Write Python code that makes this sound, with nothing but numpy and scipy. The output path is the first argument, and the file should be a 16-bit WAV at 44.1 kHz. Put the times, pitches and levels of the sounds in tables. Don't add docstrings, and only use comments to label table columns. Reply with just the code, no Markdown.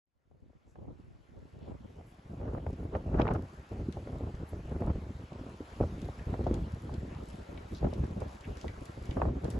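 import sys
import numpy as np
from scipy import signal
from scipy.fft import rfft, irfft, next_fast_len
from scipy.io import wavfile
from scipy.ndimage import uniform_filter1d, map_coordinates

SR = 44100
rng = np.random.default_rng(int(sys.argv[2]) if len(sys.argv) > 2 else 0)


def to_wav(sig):
    pcm = np.clip(np.atleast_2d(sig), -1, 1) * 32767
    pcm = np.round(pcm).astype(np.int16)
    wavfile.write(sys.argv[1], SR, pcm.T)


N = 422919

# start_s, hold_s, rumble_db, flutter_db
PORT_GUSTS = [(0.322, 0.11, -65.5, -75), (0.778, 0.15, -50, -58), (0.998, 0.12, -56.5, -76),
              (1.348, 0.063, -54.5, -61.5), (1.562, 0.079, -53, -59.5), (1.68, 0.029, -46.5, -48),
              (1.973, 0.059, -50, -58.5), (2.419, 0.17, -36.5, -45), (2.653, 0.053, -35, -48),
              (2.793, 0.07, -40, -51.5), (2.941, 0.029, -36, -39), (3.058, 0.094, -34, -47.5),
              (3.156, 0.045, -28, -37), (3.202, 0.023, -28, -33.5), (3.261, 0.094, -34, -37.5),
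              (3.72, 0.1, -39, -48.5), (3.964, 0.041, -39, -51.5), (4.07, 0.22, -42, -50.5),
              (4.535, 0.036, -39, -54), (4.698, 0.21, -37.5, -47.5), (4.813, 0.095, -38.5, -46.5),
              (5.323, 0.18, -48, -53), (5.813, 0.019, -29, -39.5), (5.926, 0.14, -40, -59),
              (6.289, 0.042, -33.5, -46.5), (6.402, 0.19, -32.5, -45), (6.838, 0.22, -39.5, -56),
              (7.727, 0.01, -37, -71), (7.833, 0.039, -29, -41), (7.969, 0.083, -35, -50),
              (8.17, 0.09, -37.5, -51), (8.477, 0.045, -39.5, -54.5), (8.652, 0.016, -37.5, -64),
              (9.182, 0.029, -33, -38.5), (9.239, 0.065, -29, -45), (9.44, 0.051, -34, -44.5),
              (9.556, 0.031, -33.5, -48)]
# time_s, rumble_db
BREEZE_LEVELS = [(0.0, -109), (0.13, -83.5), (0.4, -66.5), (1.25, -65.5), (1.8, -48.5), (2.2, -54.5),
                 (2.3, -46.5), (2.85, -54), (3.45, -42), (3.66, -54.5), (4.3, -45), (4.65, -41),
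                 (4.97, -38.5), (5.07, -46.5), (5.3, -49), (5.76, -48.5), (6.2, -42.5), (6.68, -42.5),
                 (7.05, -46.5), (7.62, -49.5), (7.8, -45.5), (8.1, -43), (8.4, -52), (8.9, -46),
                 (9.14, -33.5), (9.3, -35.5), (9.42, -43.5)]
# frequency_hz, relative_db
RUMBLE_SPECTRUM = [(15, -45), (30, -15.5), (50, 0.5), (66, 4), (100, -0.5), (160, -5.5), (250, -9),
                   (400, -15.5), (700, -43), (2000, -120)]
FLUTTER_SPECTRUM = [(100, -35.5), (220, -0.5), (350, 3), (550, 2.5), (800, -6), (1100, -14.5), (1600, -45),
                    (3000, -36), (6000, -120)]
TEARING_SPECTRUM = [(300, -11), (700, -1.5), (1300, 3.5), (2000, -12), (3200, -27.5), (6000, -35),
                    (12000, -75)]
# start_s, level_db, centre_hz, edge_db
EDDY_HITS = [(0.312, -53.5, 476, -90), (0.44, -59, 340, -85), (0.531, -56, 494, -82),
             (0.756, -47.5, 604, -66), (0.886, -41.5, 248, -80), (1.32, -48, 140, -88),
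             (1.567, -42, 110, -83), (1.626, -42.5, 160, -78), (1.697, -36.5, 198, -74),
             (1.806, -45.5, 160, -80), (2.01, -41, 457, -66), (2.413, -37, 486, -62),
             (2.548, -29, 574, -62), (2.582, -32.5, 450, -56), (2.665, -27, 480, -49.5),
             (2.674, -30, 90, -75), (2.951, -21, 515, -43.5), (3.143, -27, 410, -50),
             (3.197, -16.5, 396, -50), (3.212, -24.5, 220, -40.5), (3.217, -30, 560, -35),
             (3.253, -29, 624, -48), (3.269, -26, 746, -45), (3.278, -27, 557, -39.5),
             (3.287, -21.5, 550, -42.5), (3.312, -30, 560, -44.5), (3.333, -25, 133, -73),
             (3.716, -32.5, 335, -70), (3.806, -31, 128, -80), (3.837, -33, 110, -80),
             (3.887, -23, 197, -72), (3.97, -32, 447, -72), (4.073, -31.5, 420, -54),
             (4.207, -29, 323, -72), (4.234, -34.5, 98.5, -80), (4.34, -43, 110, -80),
             (4.532, -32, 420, -79), (4.82, -24, 460, -50), (4.904, -27.5, 85, -80),
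             (5.105, -31.5, 204, -79), (5.154, -36, 108, -80), (5.211, -41, 191, -80),
             (5.412, -32.5, 179, -80), (5.605, -28.5, 260, -75), (5.802, -23.5, 430, -59),
             (5.809, -18.5, 406, -64), (5.837, -22.5, 410, -62), (5.852, -29, 80, -78),
             (5.925, -33.5, 218, -80), (5.98, -32, 233, -78), (6.03, -34.5, 263, -78),
             (6.087, -30.5, 533, -62), (6.34, -25, 510, -50), (6.392, -24, 327, -68),
             (6.409, -25.5, 250, -62), (6.466, -21, 437, -54), (6.511, -17.5, 252, -51),
             (6.624, -26.5, 99, -80), (6.738, -27, 131, -80), (6.893, -34.5, 650, -72),
             (6.983, -32, 110, -80), (7.029, -37, 300, -72), (7.123, -35.5, 150, -80),
             (7.163, -32.5, 97, -80), (7.343, -35, 170, -80), (7.53, -34, 220, -80), (7.828, -25, 447, -70),
             (7.929, -29, 418, -55), (8.003, -22.5, 96, -80), (8.038, -36, 430, -52),
             (8.219, -26, 500, -66), (8.643, -31.5, 397, -67), (9.169, -29, 690, -67),
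             (9.2168, -16, 674, -43.5), (9.253, -24, 516, -57)]
# start_s, level_db, centre_hz
STALK_SNAPS = [(2.73, -60, 4500), (3.3367, -52, 7500), (3.925, -48, 4100), (4.351, -59, 4500),
               (5.331, -57, 3800), (6.017, -51, 5850), (6.046, -53, 3600), (6.442, -55, 4470),
               (6.469, -54, 4200), (6.5414, -45, 5650), (6.94, -49, 4150), (7.149, -53, 3000),
               (7.287, -54, 10300), (7.9363, -47, 4160), (8.044, -56.5, 6000), (8.204, -52.5, 6300),
               (8.408, -53.5, 5460), (8.571, -50.5, 5470), (8.584, -58, 5000), (8.613, -46.5, 4550),
               (8.681, -47, 3400), (8.855, -49.5, 7150), (9.056, -52.5, 6000), (9.11, -45.5, 3280),
               (9.4443, -48, 5430), (9.503, -43.5, 7400)]
# middle_s, level_db, centre_hz, length_s
FODDER_SWISHES = [(0.704, -76, 7100, 0.069), (1.646, -70, 2980, 0.1), (2.09, -71, 9300, 0.07),
                  (4.492, -64, 10500, 0.041), (6.195, -52.5, 1840, 0.013), (7.153, -52, 1060, 0.025),
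                  (7.201, -55.5, 1120, 0.086), (7.77, -56, 4170, 0.04), (8.448, -51.5, 2060, 0.036),
                  (8.618, -62, 5500, 0.065), (9.528, -68, 10800, 0.059)]
# start_s, level_db, centre_hz
BARRIER_KNOCKS = [(7.576, -42, 2840), (7.748, -44, 4300), (8.68, -39, 2060), (9.11, -42.5, 2900)]
# pitch_hz, relative_db, t60_s
TUBE_MODES = [(1760, 3, 0.027), (1977, 7, 0.04), (2260, 6, 0.04), (2900, -4, 0.03), (3800, 3, 0.03),
              (4540, -2, 0.035)]
# time_s, gain_db
FEEDING_ACTIVITY = [(3.7, -1), (5.15, -3.5), (5.8, 1.5), (6.9, -0.5), (7.3, 0.5), (8.2, 0), (8.55, 2),
                    (9.15, 2), (9.35, -3), (9.5, 2.5)]
# frequency_hz, relative_db
STRAW_SPECTRUM = [(1200, -20), (3000, -2), (4700, 0), (6000, -3), (7600, -2.5), (9000, -1.5), (10800, -3.5),
                  (12000, -9)]
HALL_SPECTRUM = [(60, -17), (200, 1), (600, 4), (1100, 1), (1600, -3.5), (2600, -8.5), (4000, -15.5),
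                 (7000, -22.5), (12000, -50)]
# frequency_hz, t60_s
SHED_DECAY = [(200, .7), (2000, 0.26), (10000, 0.14)]
# frequency_hz, correlation
PORT_LIKENESS = [(200, 1), (600, 0.054), (1240, -0.28), (2600, 0.46), (3800, 0.65), (5500, 0.45),
                 (7100, 0.94), (8000, 0.82), (8400, -1.7), (9400, -2), (10000, -0.11), (10900, 1)]
# time_s, edge_hz
MONO_BASS_EDGE = [(1.75, 8), (2, 410), (2.4, 496), (4, 705), (6.1, 720), (7.3, 320), (9.5, 360)]

GUST_ATTACK_S, RUMBLE_T60_S, FLUTTER_T60_S = 0.032, 0.32, 0.16
PUFFS_PER_S, PUFF_RISE_S, LULL_DB = 22, 0.008, -8.5
GUST_PUFFING = 0.32
BREEZE_FLUTTER_DB = -14
PORT_HZ, PORT_T60_S = 74, 0.13
STRAW_DB, HALL_DB, WHINE_HZ = -72.5, -58, 1372
HALL_FOLLOWS = 0.59
FADE_START_S, FADE_S = 0.059, 4.75
TOP_HZ = 11900


def wind():
    rumble_db, flutter_db = wind_levels()
    bursts = wobble(75)
    rumble = steadied(port_sound(eddies(bursts, depth_db=3.0), RUMBLE_SPECTRUM), seconds=0.045)
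    flutter = steadied(port_sound(eddies(bursts, depth_db=4.0), FLUTTER_SPECTRUM), seconds=0.04)
    tearing = steadied(port_sound(eddies(bursts, depth_db=4.5), TEARING_SPECTRUM), seconds=0.04)
    tearing_db = -50.5 + 1.58 * (flutter_db + 38.0)
    return amp(rumble_db) * rumble + amp(flutter_db) * flutter + amp(tearing_db) * tearing


def wind_levels():
    puff_db = puffs()
    breeze_db = timeline(BREEZE_LEVELS) + puff_db
    rumble_power = amp(breeze_db) ** 2
    flutter_power = amp(breeze_db + BREEZE_FLUTTER_DB) ** 2
    puffing = amp(GUST_PUFFING * puff_db)
    for start_s, hold_s, rumble_db, flutter_db in PORT_GUSTS:
        rumble_power += (amp(rumble_db) * puffing * gust(start_s, hold_s, RUMBLE_T60_S)) ** 2
        flutter_power += (amp(flutter_db) * puffing * gust(start_s, hold_s, FLUTTER_T60_S)) ** 2
    return 10 * np.log10(rumble_power), 10 * np.log10(flutter_power)


def gust(start_s, hold_s, t60_s):
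    t = np.arange(N) / SR - start_s
    return np.clip(1 + t / GUST_ATTACK_S, 0, 1) * amp(-60 * np.clip((t - hold_s) / t60_s, 0, 2))


def puffs():
    gaps, sizes = rng.random((2, 400))
    starts_s = np.cumsum(.35 + 1.95 * gaps ** 2) / PUFFS_PER_S
    train = np.bincount((starts_s * SR).astype(int), amp(-7 * sizes), minlength=N)[:N]
    age = np.arange(SR // 8) / SR / PUFF_RISE_S
    swell = unit(signal.fftconvolve(train, age * np.exp(-age))[:N])
    return 10 * np.log10(swell ** 2 + amp(LULL_DB) ** 2)


def eddies(bursts, depth_db):
    return rng.standard_normal((2, N)) * amp(depth_db * bursts + 3.1 * wobble(400))


def port_sound(pressure, spectrum):
    size = next_fast_len(N + SR // 4)
    log_gain = np.log(amp(along(spectrum, np.fft.rfftfreq(size, 1 / SR))) + 1e-6)
    causal_cepstrum = irfft(log_gain, size) * (1 + np.sign(np.fft.fftfreq(size)))
    pair = irfft(rfft(pressure, size) * np.exp(rfft(causal_cepstrum)), size)[:, :N]
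    return pair / np.std(pair.mean(0))


def buffets():
    out, t = np.zeros((2, N)), np.arange(SR // 8) / SR - 1 / 50
    pulse = np.arange(len(t)) == SR // 50 + SR // 500
    port_ring = np.sin(2 * np.pi * PORT_HZ * t) * (t > 0) * decay(t, PORT_T60_S)
    boom = band(port_ring, PORT_HZ, octaves=0.64)
    for start_s, level_db, centre_hz, edge_db in EDDY_HITS:
        wake = rng.standard_normal((2, len(t))) * (t > 0) * decay(t, t60_s=0.097)
        force = pulse * amp(rng.normal(0, 1.7, (2, 1))) + 0.05 * wake
        thump = band(force, centre_hz, octaves=0.59)
        thump = thump / np.abs(thump.mean(0)).max() + PORT_HZ / centre_hz * boom
        edge_hz = 1400 * 2 ** (max(edge_db + 45.0, 0) / 14)
        edge = band((pulse + .14 * wake) * decay(t, t60_s=.022), edge_hz, octaves=.58)
        edge /= np.abs(edge.mean(0)).max()
        add(out, start_s - 1 / 50, amp(level_db) * thump + amp(edge_db + 5.5) * edge)
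    return out


def snaps():
    out, t = np.zeros((2, N)), np.arange(SR // 12) / SR - 1 / 200
    for start_s, level_db, centre_hz in STALK_SNAPS:
        fibres = rng.standard_normal((2, len(t))) * (t > 0)
        crack = band(fibres * decay(t, t60_s=.012), centre_hz, octaves=.7)
        splitting = amp(5 * wobble(300, size=len(t))) * decay(t, t60_s=rng.uniform(.06, .18))
        splinters = band(fibres * splitting, .58 * centre_hz, octaves=.65)
        mid, side = unit(unit(crack) + .75 * unit(mid_side(splinters)))
        add(out, start_s - 1 / 200, amp(level_db - 20) * left_right(mid, .8 * side))
    return out


def swishes():
    out, t = np.zeros((2, N)), np.arange(SR // 2) / SR - 1 / 4
    for middle_s, level_db, centre_hz, length_s in FODDER_SWISHES:
        grains = rng.standard_normal((2, len(t))) * amp(3.3 * wobble(400, size=len(t)))
        swell = np.exp(-(2 * t / length_s) ** 2)
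        mid, side = unit(mid_side(band(grains, centre_hz, octaves=.4))) * swell
        add(out, middle_s - 1 / 4, amp(level_db - 5.0) * left_right(mid, 0.5 * side))
    return out


def barrier():
    out, t = np.zeros((2, N)), np.arange(SR // 4) / SR
    for start_s, level_db, centre_hz in BARRIER_KNOCKS:
        ring = np.zeros((2, len(t)))
        for pitch_hz, mode_db, t60_s in TUBE_MODES:
            envelope = amp(mode_db + rng.normal(0, 1.5, (2, 1))) * decay(t, t60_s)
            ring += envelope * np.sin(2 * np.pi * (pitch_hz * t + rng.random()))
        scuff = rng.standard_normal((2, len(t))) * decay(t, t60_s=.035)
        knock = band(ring + 4.5 * scuff, centre_hz, octaves=.45)
        add(out, start_s, amp(level_db) * knock / np.abs(knock).max())
    return out


def straw():
    sizes = amp(4.5 * rng.exponential(size=N).clip(0, 3))
    impulses = (rng.random(N) < 150 / SR * amp(5 * wobble(7))) * sizes
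    crackles = unit(impulses * rng.standard_normal((2, N)))
    rustle = patchy(rng.standard_normal((2, N)) + .6 * crackles, depth_db=1.8)
    stirring_db = 1.1 * wobble(12)
    return diffuse(rustle, STRAW_SPECTRUM) * amp(STRAW_DB + stirring_db)


def hall():
    wash = diffuse(patchy(rng.standard_normal((2, N)), depth_db=2.0), HALL_SPECTRUM)
    whine_hz = WHINE_HZ + 3 * wobble(6)
    whine = np.sin(2 * np.pi * np.cumsum(whine_hz) / SR) * amp(-18 + 3 * wobble(2))
    return (wash + whine) * amp(HALL_DB + 0.25 * wobble(12))


def shed_echo(x):
    hz, t, noise = signal.stft(rng.standard_normal((2, SR * 3 // 4)), SR, nperseg=256)
    tail = signal.istft(noise * decay(t, along(SHED_DECAY, hz)[:, None]), SR, nperseg=256)[1]
    return signal.fftconvolve(x, tail / np.linalg.norm(tail[0]), axes=1)[:, :N]


def patchy(pair, depth_db):
    spectra = signal.stft(pair, nperseg=512)[2]
    patches = uniform_filter1d(rng.standard_normal(spectra.shape[1:]), size=7, axis=0)
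    patches = uniform_filter1d(patches, size=9, axis=1)
    return signal.istft(spectra * amp(depth_db * unit(patches)), nperseg=512)[1][:, :N]


def steadied(pair, seconds):
    power = uniform_filter1d(pair.mean(0) ** 2, int(seconds * SR))
    return pair / np.sqrt(np.abs(power) + 1e-6)


def diffuse(pair, spectrum):
    mid, side = mid_side(filtered(pair, lambda hz: amp(along(spectrum, hz))))
    return left_right(mid, side) / np.std(mid)


def mid_side(pair):
    def weights(hz):
        angle = np.arccos(np.clip(along(PORT_LIKENESS, hz), -1, 1)) / 2
        return np.array([np.cos(angle), np.sin(angle)])
    return filtered(pair, weights)


def left_right(mid, side):
    return np.array([mid + side, mid - side])


def band(x, centre_hz, octaves):
    return filtered(x, lambda hz: np.exp(-.5 * (np.log2((hz + 1) / centre_hz) / octaves) ** 2))


def filtered(x, response):
    n = x.shape[-1]
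    size = next_fast_len(n + SR // 8)
    return irfft(rfft(x, size) * response(np.fft.rfftfreq(size, 1 / SR)), size)[..., :n]


def wobble(rate, size=N):
    knots = rng.standard_normal(int(size * rate / SR) + 4)
    return map_coordinates(knots, [np.arange(size) * rate / SR])


def along(points, hz):
    points_hz, values = np.transpose(points)
    return np.interp(np.log(hz + 1), np.log(points_hz + 1), values)


def timeline(points):
    return np.interp(np.arange(N) / SR, *np.transpose(points))


def decay(t, t60_s):
    return amp(-60 * np.abs(t) / t60_s)


def amp(db):
    return 10 ** (np.asarray(db) / 20)


def unit(x):
    return x / np.sqrt(np.mean(x ** 2) + 1e-20)


def add(track, start_s, sound):
    start = max(round(start_s * SR), 0)
    part = track[:, start:start + sound.shape[-1]]
    part += sound[..., :part.shape[-1]]


def scene():
    near = snaps() + swishes() + barrier()
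    feeding_db = timeline(FEEDING_ACTIVITY)
    bed = amp(HALL_FOLLOWS * feeding_db) * hall() + amp(feeding_db) * straw()
    fade_in = np.clip((np.arange(N) / SR - FADE_START_S) / FADE_S, 1e-4, 1)
    herd = near + amp(-7.5) * shed_echo(near) + fade_in * bed
    return herd * amp([[.7], [-.7]]) + wind() + buffets()


def record(dry):
    hz, t, side_spectra = signal.stft((dry[0] - dry[1]) / 2, SR, nperseg=1024)
    edge_hz = np.interp(t, *np.transpose(MONO_BASS_EDGE))
    high_pass = 1 - 1 / (1 + (hz[:, None] / edge_hz) ** 8)
    side = signal.istft(side_spectra * high_pass, SR, nperseg=1024)[1][:N]
    return filtered(left_right(dry.mean(0), side), lambda hz: hz < TOP_HZ)


dry = scene()
out = record(dry)
to_wav(out)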